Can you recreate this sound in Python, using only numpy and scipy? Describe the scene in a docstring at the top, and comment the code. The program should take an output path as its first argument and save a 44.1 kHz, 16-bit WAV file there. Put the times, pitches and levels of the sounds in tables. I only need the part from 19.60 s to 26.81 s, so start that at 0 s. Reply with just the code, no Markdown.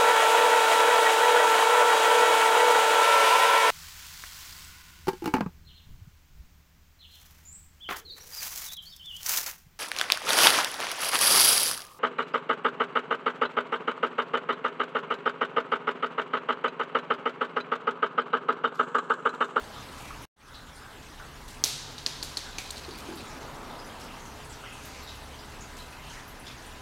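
"""A bare, ringing hallway: house rumble, hiss, a weak appliance hum, distant traffic and faint ticks.
Early on the sound drops out briefly. At 2 s a piece of kibble hits the laminate and bounces to rest,
each contact a dry crack and a short ring of the boards. A kitten dashes after it and lands with soft
knocks on the hollow floor. A far car swells past near 4 s, and faint bites follow from 5.5 s among
small ticks, scratches and rustles."""
import sys
import numpy as np
from scipy import signal
from scipy.fft import rfft, irfft, next_fast_len
from scipy.io import wavfile
from scipy.ndimage import map_coordinates

SR = 44100
rng = np.random.default_rng(int(sys.argv[2]) if len(sys.argv) > 2 else 0)


def materialize(psi):
    """Save the field psi as 16-bit PCM at rate SR to the path in sys.argv[1].

    A 1-D psi becomes a single channel; in a 2-D psi each row is a channel.
    """
    bounded = np.clip(np.atleast_2d(psi).T, -1, 1)
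    quanta = np.round(bounded * 32767).astype(np.int16)
    wavfile.write(sys.argv[1], SR, quanta)


N = 317961

# kibble hitting the floor: start_s, crack_db, treble_db_per_octave, direct_tilt_db_per_octave,
# wave_db, wave_pitch_hz, wave_lead_s, wave_fade_s, bright_echo_db
BOUNCES = [ (2.0399, -1, 2, 5.5, 2, 6100, 0.00025, 0.00023, -19),
           (2.3820, -19.5, -5.5, -2, -24, 3900, .0005, .0006, -42),
           (2.4639, -9.5, -4, -11, -5, 4370, 0.0013, 0.000046, -21),
           (2.6286, -12.5, 2.5, -12, -17.5, 4270, 0.0024, 0.0002, -20),
           (2.7719, -11.5, -3.5, -5, -16.5, 4300, 0.0024, .0014, -18),
           (2.982, -23, 0, -3, -32, 4100, .001, .0004, -46),
           (2.9848, -14, 0, -9, -13, 6240, .0003, 0.0003, -36),
           (2.985, -27, -9, -4, -11, 2500, 0.00063, 0.0014, -46),
           (3.1065, -20, 3.5, -4, -22, 3920, .0015, .0003, -17),
           (3.1704, -32, 0, -4, -26, 4150, .001, .0004, -31),
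           (3.1797, -29, 0, -7, -26, 4000, .001, .0003, -29),
           (3.249, -27, -14, -8, -31, 4350, 0.0011, 0.0016, -45), ]
# tone of the dry crack on laminate: frequency_hz, relative_db
CRACK_EQ = [(100, -26), (330, -5.5), (900, -12), (1800, -10.5), (2800, -7), (3900, 0), (5000, -3.5),
            (6200, -4), (8000, -9.5), (12000, -12.5), (16000, -24)]
# low modes of the hollow floor: pitch_hz, relative_to_crack_db, fade_s
FLOOR_MODES = [(301, -41, 0.011), (410, -37.5, 0.0092), (830, -30.5, 0.0022)]
# first echoes off the walls: delay_s, level_db
WALL_ECHOES = [(.0037, -5.5), (.005, -5), (.012, -12), (.019, -11)]
# reverb time of the hallway: frequency_hz, t60_s
HALL_DECAY = [(200, 0.11), (1000, 0.74), (4000, 1), (7000, 0.77), (11000, 0.48), (16000, 0.23)]
# the kitten's soft landings: start_s, level_db, pitch_hz
LANDINGS = [(3.28, -44.5, 364), (3.487, -37, 318), (3.52, -45, 266)]
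# fur and pads brushing laminate: frequency_hz, relative_db
BRUSH_EQ = [(700, -16), (1600, -5.5), (4500, -1), (7000, -12.5), (15000, -23)]
# the kitten's bites: start_s, crunch_db, ring_pitch_hz, ring_db
BITES = [(5.472, -47, 3810, -44), (6.188, -58, 3970, -46.5), (6.866, -46, 3480, -45.5)]
# tone of the crunch: frequency_hz, relative_db
CRUNCH_EQ = [(1200, -29), (2900, -3), (3800, -3), (5100, -5), (8000, -17), (14000, -32)]
# short dry scratches: start_s, level_db
SCRATCHES = [(.31, -53), (.378, -50), (.445, -53), (1.878, -49), (3.375, -54), (3.475, -57), (4.395, -51),
             (5.222, -51), (6.165, -50)]
# tone of a scratch: frequency_hz, relative_db
SCRATCH_EQ = [(1500, -23), (3500, 0), (8000, -0.5), (12000, -7.5), (16000, -17)]
# level ride of the fine patter: time_s, level_db
PATTER_LEVEL = [(.4, -54.5), (.9, -58.5), (1.6, -56), (3.1, -56), (3.6, -52.5), (4.05, -57.5), (4.45, -55),
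                (4.77, -55.5), (5.3, -55.5), (5.55, -54), (5.72, -55), (6.35, -57), (6.55, -52.5),
                (6.73, -62.5), (6.9, -53), (7.2, -58)]
# tone of the fine patter: frequency_hz, relative_db
PATTER_EQ = [(1000, -21), (2300, 1), (4500, -4), (7000, -6), (9000, -11), (13000, -17), (16000, -34)]
# small ticks and taps: start_s, level_db, pitch_hz, width_hz
TICKS = [(.159, -43.5, 1230, 260), (.504, -41.5, 1200, 260), (.62, -52, 10900, 1990),
         (0.944, -46.5, 3940, 650), (1.157, -54, 9200, 1800), (1.597, -43.5, 1420, 480),
         (2.851, -44.5, 1530, 300), (2.991, -42.5, 2400, 450), (3.308, -45.5, 4500, 800),
         (3.345, -53, 2325, 400), (3.378, -51, 13800, 3000), (3.405, -64, 4180, 500),
         (3.555, -50, 10500, 4000), (3.57, -46, 3950, 1400), (3.677, -52.5, 6950, 800),
         (3.7, -52, 5600, 900), (3.805, -57, 6240, 610), (4.1, -52, 3700, 900), (4.188, -49, 5000, 280),
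         (4.258, -57, 10000, 900), (4.295, -51.5, 3280, 450), (4.41, -51, 5420, 1200),
         (4.485, -47, 2800, 350), (4.595, -54, 6400, 600), (4.655, -52.5, 6200, 900),
         (4.845, -53.5, 8800, 2400), (4.895, -49.5, 7640, 1200), (4.925, -50, 5500, 1400),
         (5.036, -45, 1350, 400), (5.055, -46, 2050, 250), (5.123, -51.5, 8600, 3000),
         (5.253, -48.5, 12700, 3200), (5.428, -56, 12300, 1600), (5.55, -57, 11200, 2400),
         (5.63, -56, 9450, 700), (5.79, -52, 4870, 500), (5.945, -52, 2520, 350), (6.008, -47, 6700, 900),
         (6.305, -58, 9600, 700), (6.325, -50, 2580, 400), (6.498, -53, 6300, 900),
         (6.679, -50.5, 12200, 2300), (6.795, -53, 10100, 1600), (6.866, -51.5, 5100, 700),
         (7.06, -54, 9100, 700)]
# soft rustles: peak_s, level_db, pitch_hz, width_hz, rise_s
RUSTLES = [(.17, -52, 3650, 805, 0.058), (.33, -50.5, 1200, 390, 0.053), (.45, -53, 2400, 550, 0.085),
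           (.9, -54, 1390, 452, 0.16), (1.25, -51, 1440, 450, 0.057), (5.07, -52, 2900, 700, 0.078),
           (5.13, -52.5, 2580, 170, 0.068), (5.26, -55.5, 6200, 1900, 0.096),
           (5.36, -51.5, 2320, 600, 0.036), (5.38, -54, 4520, 1600, 0.14), (6.47, -51, 2880, 800, 0.045),
           (6.56, -48, 1690, 900, 0.052), (6.53, -53.5, 5700, 3000, 0.052)]
# tone of the house rumble: frequency_hz, relative_db
RUMBLE_EQ = [(15, -26), (25, 6.5), (33, -0.5), (50, -3.5), (70, -3.5), (88, -6.5), (115, -3.5), (128, -4.5),
             (146, -5), (175, -15.5), (250, -13), (400, -40.5)]
# tone of the distant traffic: frequency_hz, relative_db
TRAFFIC_EQ = [(88, -58), (150, -3), (203, -2.5), (247, 3), (334, -2), (426, -2), (625, -2), (855, 0),
              (994, -0.5), (1100, -3.5), (1250, -2), (1750, -13), (2400, -19), (3120, -71), (5280, -120)]
# tone of the soft hiss: frequency_hz, relative_db
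HISS_EQ = [(940, -10), (1600, 6.5), (1740, 3.5), (2140, 1), (2380, -3.5), (2590, 1.5), (6660, -8),
           (8310, -12), (12700, -14), (15100, -27), (16000, -28)]
# low drones that swell once: peak_s, level_db, pitch_hz, rise_s, fall_s
SURGES = [(2.05, -55.5, 147.2, 0.43, 0.6), (5.9, -50.5, 69.8, 0.6, 0.21)]
# partials of the appliance hum: pitch_hz, level_db, phase_waver_rad
HUM_PARTIALS = [(424.4, -64.5, 0.89), (987, -64.5, 1.46), (1017, -66, 1.45), (2067, -68.5, 1.8)]
# the brief dropout and the fade back in: time_s, gain
DROPOUT = [(.652, 1), (.655, .04), (.675, .004), (.69, 0), (.762, 0), (.78, .2), (.8, .4), (.85, .65),
           (.9, 1)]

RING_HZ, RING_RISE_S, RING_FADE_S, RING_DB = 4390, 0.00005, 0.0016, -14  # boards; dB against the crack
CRACK_REVERB_DB, FLOOR_REVERB_DB = 2.5, -20  # sends to the hallway
RUN_S, RUN_DB, RUN_RISE_S, RUN_FALL_S = 3.2, -53, 0.26, 1  # the kitten's dash
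CAR_S, CAR_DB, CAR_RISE_S, CAR_FALL_S = 3.95, -45, 0.9, 1
RUMBLE_DB, TRAFFIC_DB, HISS_DB, DRONE_DB = -49.5, -49, -51.5, -61.5  # base levels of the background


def kibble(ring_scatter=0.044, tilt_gain_share=.25, echo_delay_s=0.0031, echo_hz=7600):
    """Each contact sends a bending wave through the boards, just ahead of the airborne crack."""
    out = np.zeros(N)
    preroll = SR // 100
    t = np.arange(-preroll, SR // 20) / SR
    for start, crack_db, treble, tilt, wave_db, wave_hz, lead, fade, echo_db in BOUNCES:
        early = start - preroll / SR
        wave = amp(wave_db) * packet(t, wave_hz, lead, fade, glide_per_s=190)
        ring_hz = RING_HZ * (1 + ring_scatter * rng.uniform(-1, 1))  # each spot has its own pitch
        ring = amp(crack_db + RING_DB) * packet(t, ring_hz, RING_RISE_S, RING_FADE_S)
        floor = filtered(wave + ring, board_radiation)
        add(out, early, floor)
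        # a hard corner gives a brighter crack than a flat side
        crack = amp(crack_db) * click(lambda f: along(CRACK_EQ, f) + treble * octaves_above(f, 4500))
        # grazing the floor tilts the direct path's treble, mostly down; the walls get the full crack
        graze = click(lambda f: tilt * octaves_above(f, 6000))
        add(out, start, signal.fftconvolve(crack, graze) * amp(tilt_gain_share * tilt))
        for mode_hz, db, mode_fade in FLOOR_MODES:
            add(out, early, amp(crack_db + db) * packet(t, mode_hz, RING_RISE_S, mode_fade))
        # the nearby door frame throws back only the treble
        add(out, early + echo_delay_s, amp(echo_db) * packet(t, echo_hz, lead_s=0.0004, fade_s=0.000088))
        add(out, start, amp(CRACK_REVERB_DB) * signal.fftconvolve(crack, hallway()))
        add(out, early, amp(FLOOR_REVERB_DB) * signal.fftconvolve(floor, hallway()))
    return out


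def board_radiation(hz, low_hz=2900, high_hz=7600):
    """The boards radiate only waves faster than sound, and damp the very shortest."""
    return (1 - 1 / (1 + (hz / low_hz) ** 6)) / (1 + (hz / high_hz) ** 10)


def hallway(build_s=0.007, early_boost=0.61, early_fade_s=0.0044, smear_s=0.00074):
    """The room's answer: short wall echoes, then a diffuse tail that rings longest near 4 kHz."""
    hz, times, bands = signal.stft(rng.standard_normal(SR), SR, nperseg=256)
    decay = amp(-60 * times / along(HALL_DECAY, hz)[:, None])
    tail = signal.istft(bands * decay, SR, nperseg=256)[1]
    t = np.arange(len(tail)) / SR
    tail = tail * (1 - np.exp(-t / build_s)) * (1 + early_boost * np.exp(-t / early_fade_s))
    tail /= np.linalg.norm(tail)
    for delay, db in WALL_ECHOES:
        echo = rng.standard_normal(len(t)) * np.exp(-t / smear_s)  # spread by mouldings and edges
        add(tail, delay, amp(db) * echo / np.linalg.norm(echo))
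    return tail


def kitten(knock_db=2):
    """Paws scuff drily over the boards; each landing knocks the hollow floor, and the room answers."""
    scuffing = grainy(BRUSH_EQ, grain_db=9.0, size=N)
    out = amp(RUN_DB + 2.4 * wobble(26)) * swell(RUN_S, RUN_RISE_S, RUN_FALL_S) * scuffing
    t = np.arange(SR // 4) / SR
    for start, db, hz in LANDINGS:
        knock = np.sin(2 * np.pi * hz * t) * envelope(t, rise_s=.002, fade_s=0.011)
        add(out, start, amp(db + knock_db) * knock)
        add(out, start, amp(db) * puff(hz, width_share=0.42, rise_s=0.0026, fade_s=0.06))
    return out


def bites(rise_s=0.00092, tap_db=1):
    """Each bite is a burst of tiny fractures and a pitched tap that lingers briefly in the room."""
    out = np.zeros(N)
    t = np.arange(SR // 2) / SR
    for start, crunch_db, hz, ring_db in BITES:
        crunch = grainy(CRUNCH_EQ, grain_db=6, size=len(t)) * envelope(t, rise_s, fade_s=0.055)
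        tap = np.sin(2 * np.pi * hz * t) * envelope(t, rise_s, fade_s=0.0051)
        ring = puff(hz, width_share=.08, rise_s=0.002, fade_s=0.044)
        add(out, start, amp(crunch_db) * crunch + amp(ring_db + tap_db) * tap + amp(ring_db) * ring)
    return out


def scratches():
    """Short dry scrapes, bright and without pitch."""
    out = np.zeros(N)
    stroke = envelope(np.arange(SR // 2) / SR, rise_s=0.0024, fade_s=0.065)
    for start, db in SCRATCHES:
        add(out, start, amp(db) * grainy(SCRATCH_EQ, grain_db=5.5, size=len(stroke)) * stroke)
    return out


def patter(ticks_per_s=600, fade_s=0.024):
    """Tiny ticks merge into a fine rustle; each wakes one band, which dies away in the room."""
    hz, times, bands = signal.stft(rng.standard_normal(N), SR, nperseg=512)
    struck = rng.random(bands.shape) < ticks_per_s * times[1] / len(hz)
    linger = np.outer(np.hanning(16), np.exp(-2 * times[:40] / fade_s))
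    power = np.abs(signal.fftconvolve(struck.astype(float), linger))[:len(hz), :len(times)]
    texture = signal.istft(bands * np.sqrt(power), nperseg=512)[1][:N]
    return amp(curve(PATTER_LEVEL)) * coloured(texture, PATTER_EQ)


def ticks(t60_share=0.054, snap_db=2):
    """Faint, narrow-band ticks: a dry snap, then a short fading tail."""
    out = np.zeros(N)
    for start, db, hz, width_hz in TICKS:
        snap = puff(hz, 1.9 * width_hz / hz, rise_s=0.0003, fade_s=0.0035)
        tail = puff(hz, width_hz / hz, rise_s=0.0027, fade_s=t60_share * along(HALL_DECAY, hz))
        add(out, start, amp(db + snap_db) * snap + amp(db) * tail)
    return out


def rustles(fall_over_rise=1.85):
    """Soft brushing sounds that swell and linger; the narrowest is a thin squeak."""
    return sum(amp(db) * swell(peak, rise, fall_over_rise * rise) * band(hz, width_hz / hz, size=N)
               for peak, db, hz, width_hz, rise in RUSTLES)


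def house_rumble(ride_db):
    """The deep, nearly steady noise of the house."""
    return amp(RUMBLE_DB + 0.5 * ride_db + 0.36 * wobble(10)) * rush(RUMBLE_EQ, patchy_db=0.5)


def traffic(ride_db):
    """A distant wash of road noise that swells as one car passes."""
    car = amp(CAR_DB) * swell(CAR_S, CAR_RISE_S, CAR_FALL_S)
    return np.hypot(amp(TRAFFIC_DB + ride_db), car) * rush(TRAFFIC_EQ, patchy_db=1.22)


def hiss(dip_db):
    """A soft, nearly even hiss."""
    return amp(HISS_DB + dip_db + .5 * wobble(14)) * rush(HISS_EQ, patchy_db=1.5)


def drones(pitch_hz=70.9):
    """One low tone wavers throughout; two more each swell once."""
    drone = amp(DRONE_DB + 4.5 * wobble(3.77)) * tone(pitch_hz, waver_rad=0.21)
    return drone + sum(amp(db) * swell(peak, rise, fall) * tone(hz, waver_rad=0.38)
                       for peak, db, hz, rise, fall in SURGES)


def appliance_hum(dip_db):
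    """Weak partials, each drifting in level and phase."""
    return sum(amp(db + 1.4 * dip_db + 1.8 * wobble(3.36)) * tone(hz, waver)
               for hz, db, waver in HUM_PARTIALS)


def background(resume_s=.77, opening_db=1.5, sag_db=-6, recover_s=0.84):
    """The room tone; all but the drones come back softer after the dropout, then creep up."""
    t = np.arange(N) / SR
    ride_db = np.where(t < resume_s, opening_db, sag_db * np.exp((resume_s - t) / recover_s))
    dip_db = np.minimum(ride_db, 0)
    return house_rumble(ride_db) + traffic(ride_db) + hiss(dip_db) + drones() + appliance_hum(dip_db)


def packet(t, hz, lead_s, fade_s, glide_per_s=0):
    """A ping that grows up to t = 0 and then fades; with glide the higher pitches arrive first."""
    pitch = hz * np.clip(1 - glide_per_s * t, .96, 1.6)
    phase = 2 * np.pi * np.cumsum(pitch) / SR
    attack = np.clip(1 + t / lead_s, 0, 1) ** 1.76
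    return -np.sin(phase - np.interp(0, t, phase)) * attack * np.exp(-np.maximum(t, 0) / fade_s)


def click(spectrum_db, size=1024):
    """The tightest (minimum-phase) pulse shaped by spectrum_db(hz), with energy 1."""
    cepstrum = irfft(np.log(amp(spectrum_db(np.fft.rfftfreq(size, 1 / SR)))))
    cepstrum[1:size // 2] *= 2
    cepstrum[size // 2 + 1:] = 0
    pulse = irfft(np.exp(rfft(cepstrum)))
    return pulse / np.linalg.norm(pulse)


def puff(hz, width_share, rise_s, fade_s):
    """A band of noise that swells and dies away."""
    t = np.arange(SR // 2) / SR
    return band(hz, width_share, size=len(t)) * envelope(t, rise_s, fade_s)


def band(hz, width_share, size):
    """Noise of rms 1 around a pitch, with steep skirts."""
    skirts = lambda f: 1 / (1 + ((f - hz) / (width_share * hz)) ** 2) ** 2
    return unit(filtered(rng.standard_normal(size), skirts))


def grainy(eq, grain_db, size):
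    """Coloured noise of rms 1, broken into grains a few milliseconds long."""
    grains = rng.standard_normal(size) * amp(grain_db * np.tanh(wobble(300)[:size]))
    return coloured(grains, eq)


def rush(eq, patchy_db):
    """Coloured noise of rms 1 with small patches of random gain."""
    bands = signal.stft(rng.standard_normal(N), nperseg=1024)[2]
    patch = np.outer(np.hanning(13), np.hanning(9))
    patches = signal.fftconvolve(rng.standard_normal(bands.shape), patch, "same")
    noise = signal.istft(bands * amp(patchy_db * unit(patches)), nperseg=1024)[1][:N]
    return coloured(noise, eq)


def tone(hz, waver_rad):
    """A sine of rms 1 with a wavering phase."""
    t = np.arange(N) / SR
    return np.sqrt(2) * np.sin(2 * np.pi * hz * t + waver_rad * wobble(25))


def envelope(t, rise_s, fade_s):
    """A quick attack and an exponential decay."""
    return (1 - np.exp(-t / rise_s)) * np.exp(-t / fade_s)


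def swell(peak_s, rise_s, fall_s):
    """A smooth bell of height 1."""
    t = np.arange(N) / SR - peak_s
    return np.exp(-(t / np.where(t < 0, rise_s, fall_s)) ** 2)


def wobble(knots_per_s):
    """A smooth random curve."""
    knots = rng.standard_normal(int(N * knots_per_s / SR) + 4)
    return map_coordinates(knots, [np.arange(N) * knots_per_s / SR])


def curve(rows):
    """One value per sample from (time_s, value) rows."""
    times, values = np.transpose(rows)
    return np.interp(np.arange(N) / SR, times, values)


def along(rows, hz):
    """Read (frequency_hz, value) rows on a log axis."""
    frequencies, values = np.transpose(rows)
    return np.interp(np.log(hz + 1), np.log(frequencies + 1), values)


def octaves_above(hz, corner_hz):
    """Octaves over a corner frequency, zero below it."""
    return np.log2(np.maximum(hz / corner_hz, 1))


def coloured(x, eq):
    """Apply an EQ table and scale to rms 1."""
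    return unit(filtered(x, lambda hz: amp(along(eq, hz))))


def filtered(x, response):
    """Filter with a gain of response(hz)."""
    size = next_fast_len(len(x) + SR // 4)
    return irfft(rfft(x, size) * response(np.fft.rfftfreq(size, 1 / SR)), size)[:len(x)]


def add(track, start_s, sound):
    """Mix a sound into the track."""
    part = track[round(start_s * SR):][:len(sound)]
    part += sound[:len(part)]


def amp(db):
    """Decibels to gain."""
    return 10 ** (np.asarray(db) / 20)


def unit(x):
    """Scale to rms 1."""
    return x / np.sqrt(np.mean(x ** 2) + 1e-20)


def scene():
    """Everything in the hallway, heard in mono from the kitchen door."""
    mix = kibble() + kitten() + bites() + scratches() + patter() + ticks() + rustles() + background()
    return mix[None]


def record(dry, ceiling=.85, top_hz=15850):
    """The sound drops out once and fades back in; peaks are rounded off and the very top is cut."""
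    gated = dry[0] * curve(DROPOUT)
    rounded = gated / (1 + (gated / ceiling) ** 6) ** (1 / 6)
    return filtered(rounded, lambda hz: hz < top_hz)[None]


dry = scene()
out = record(dry)
materialize(out)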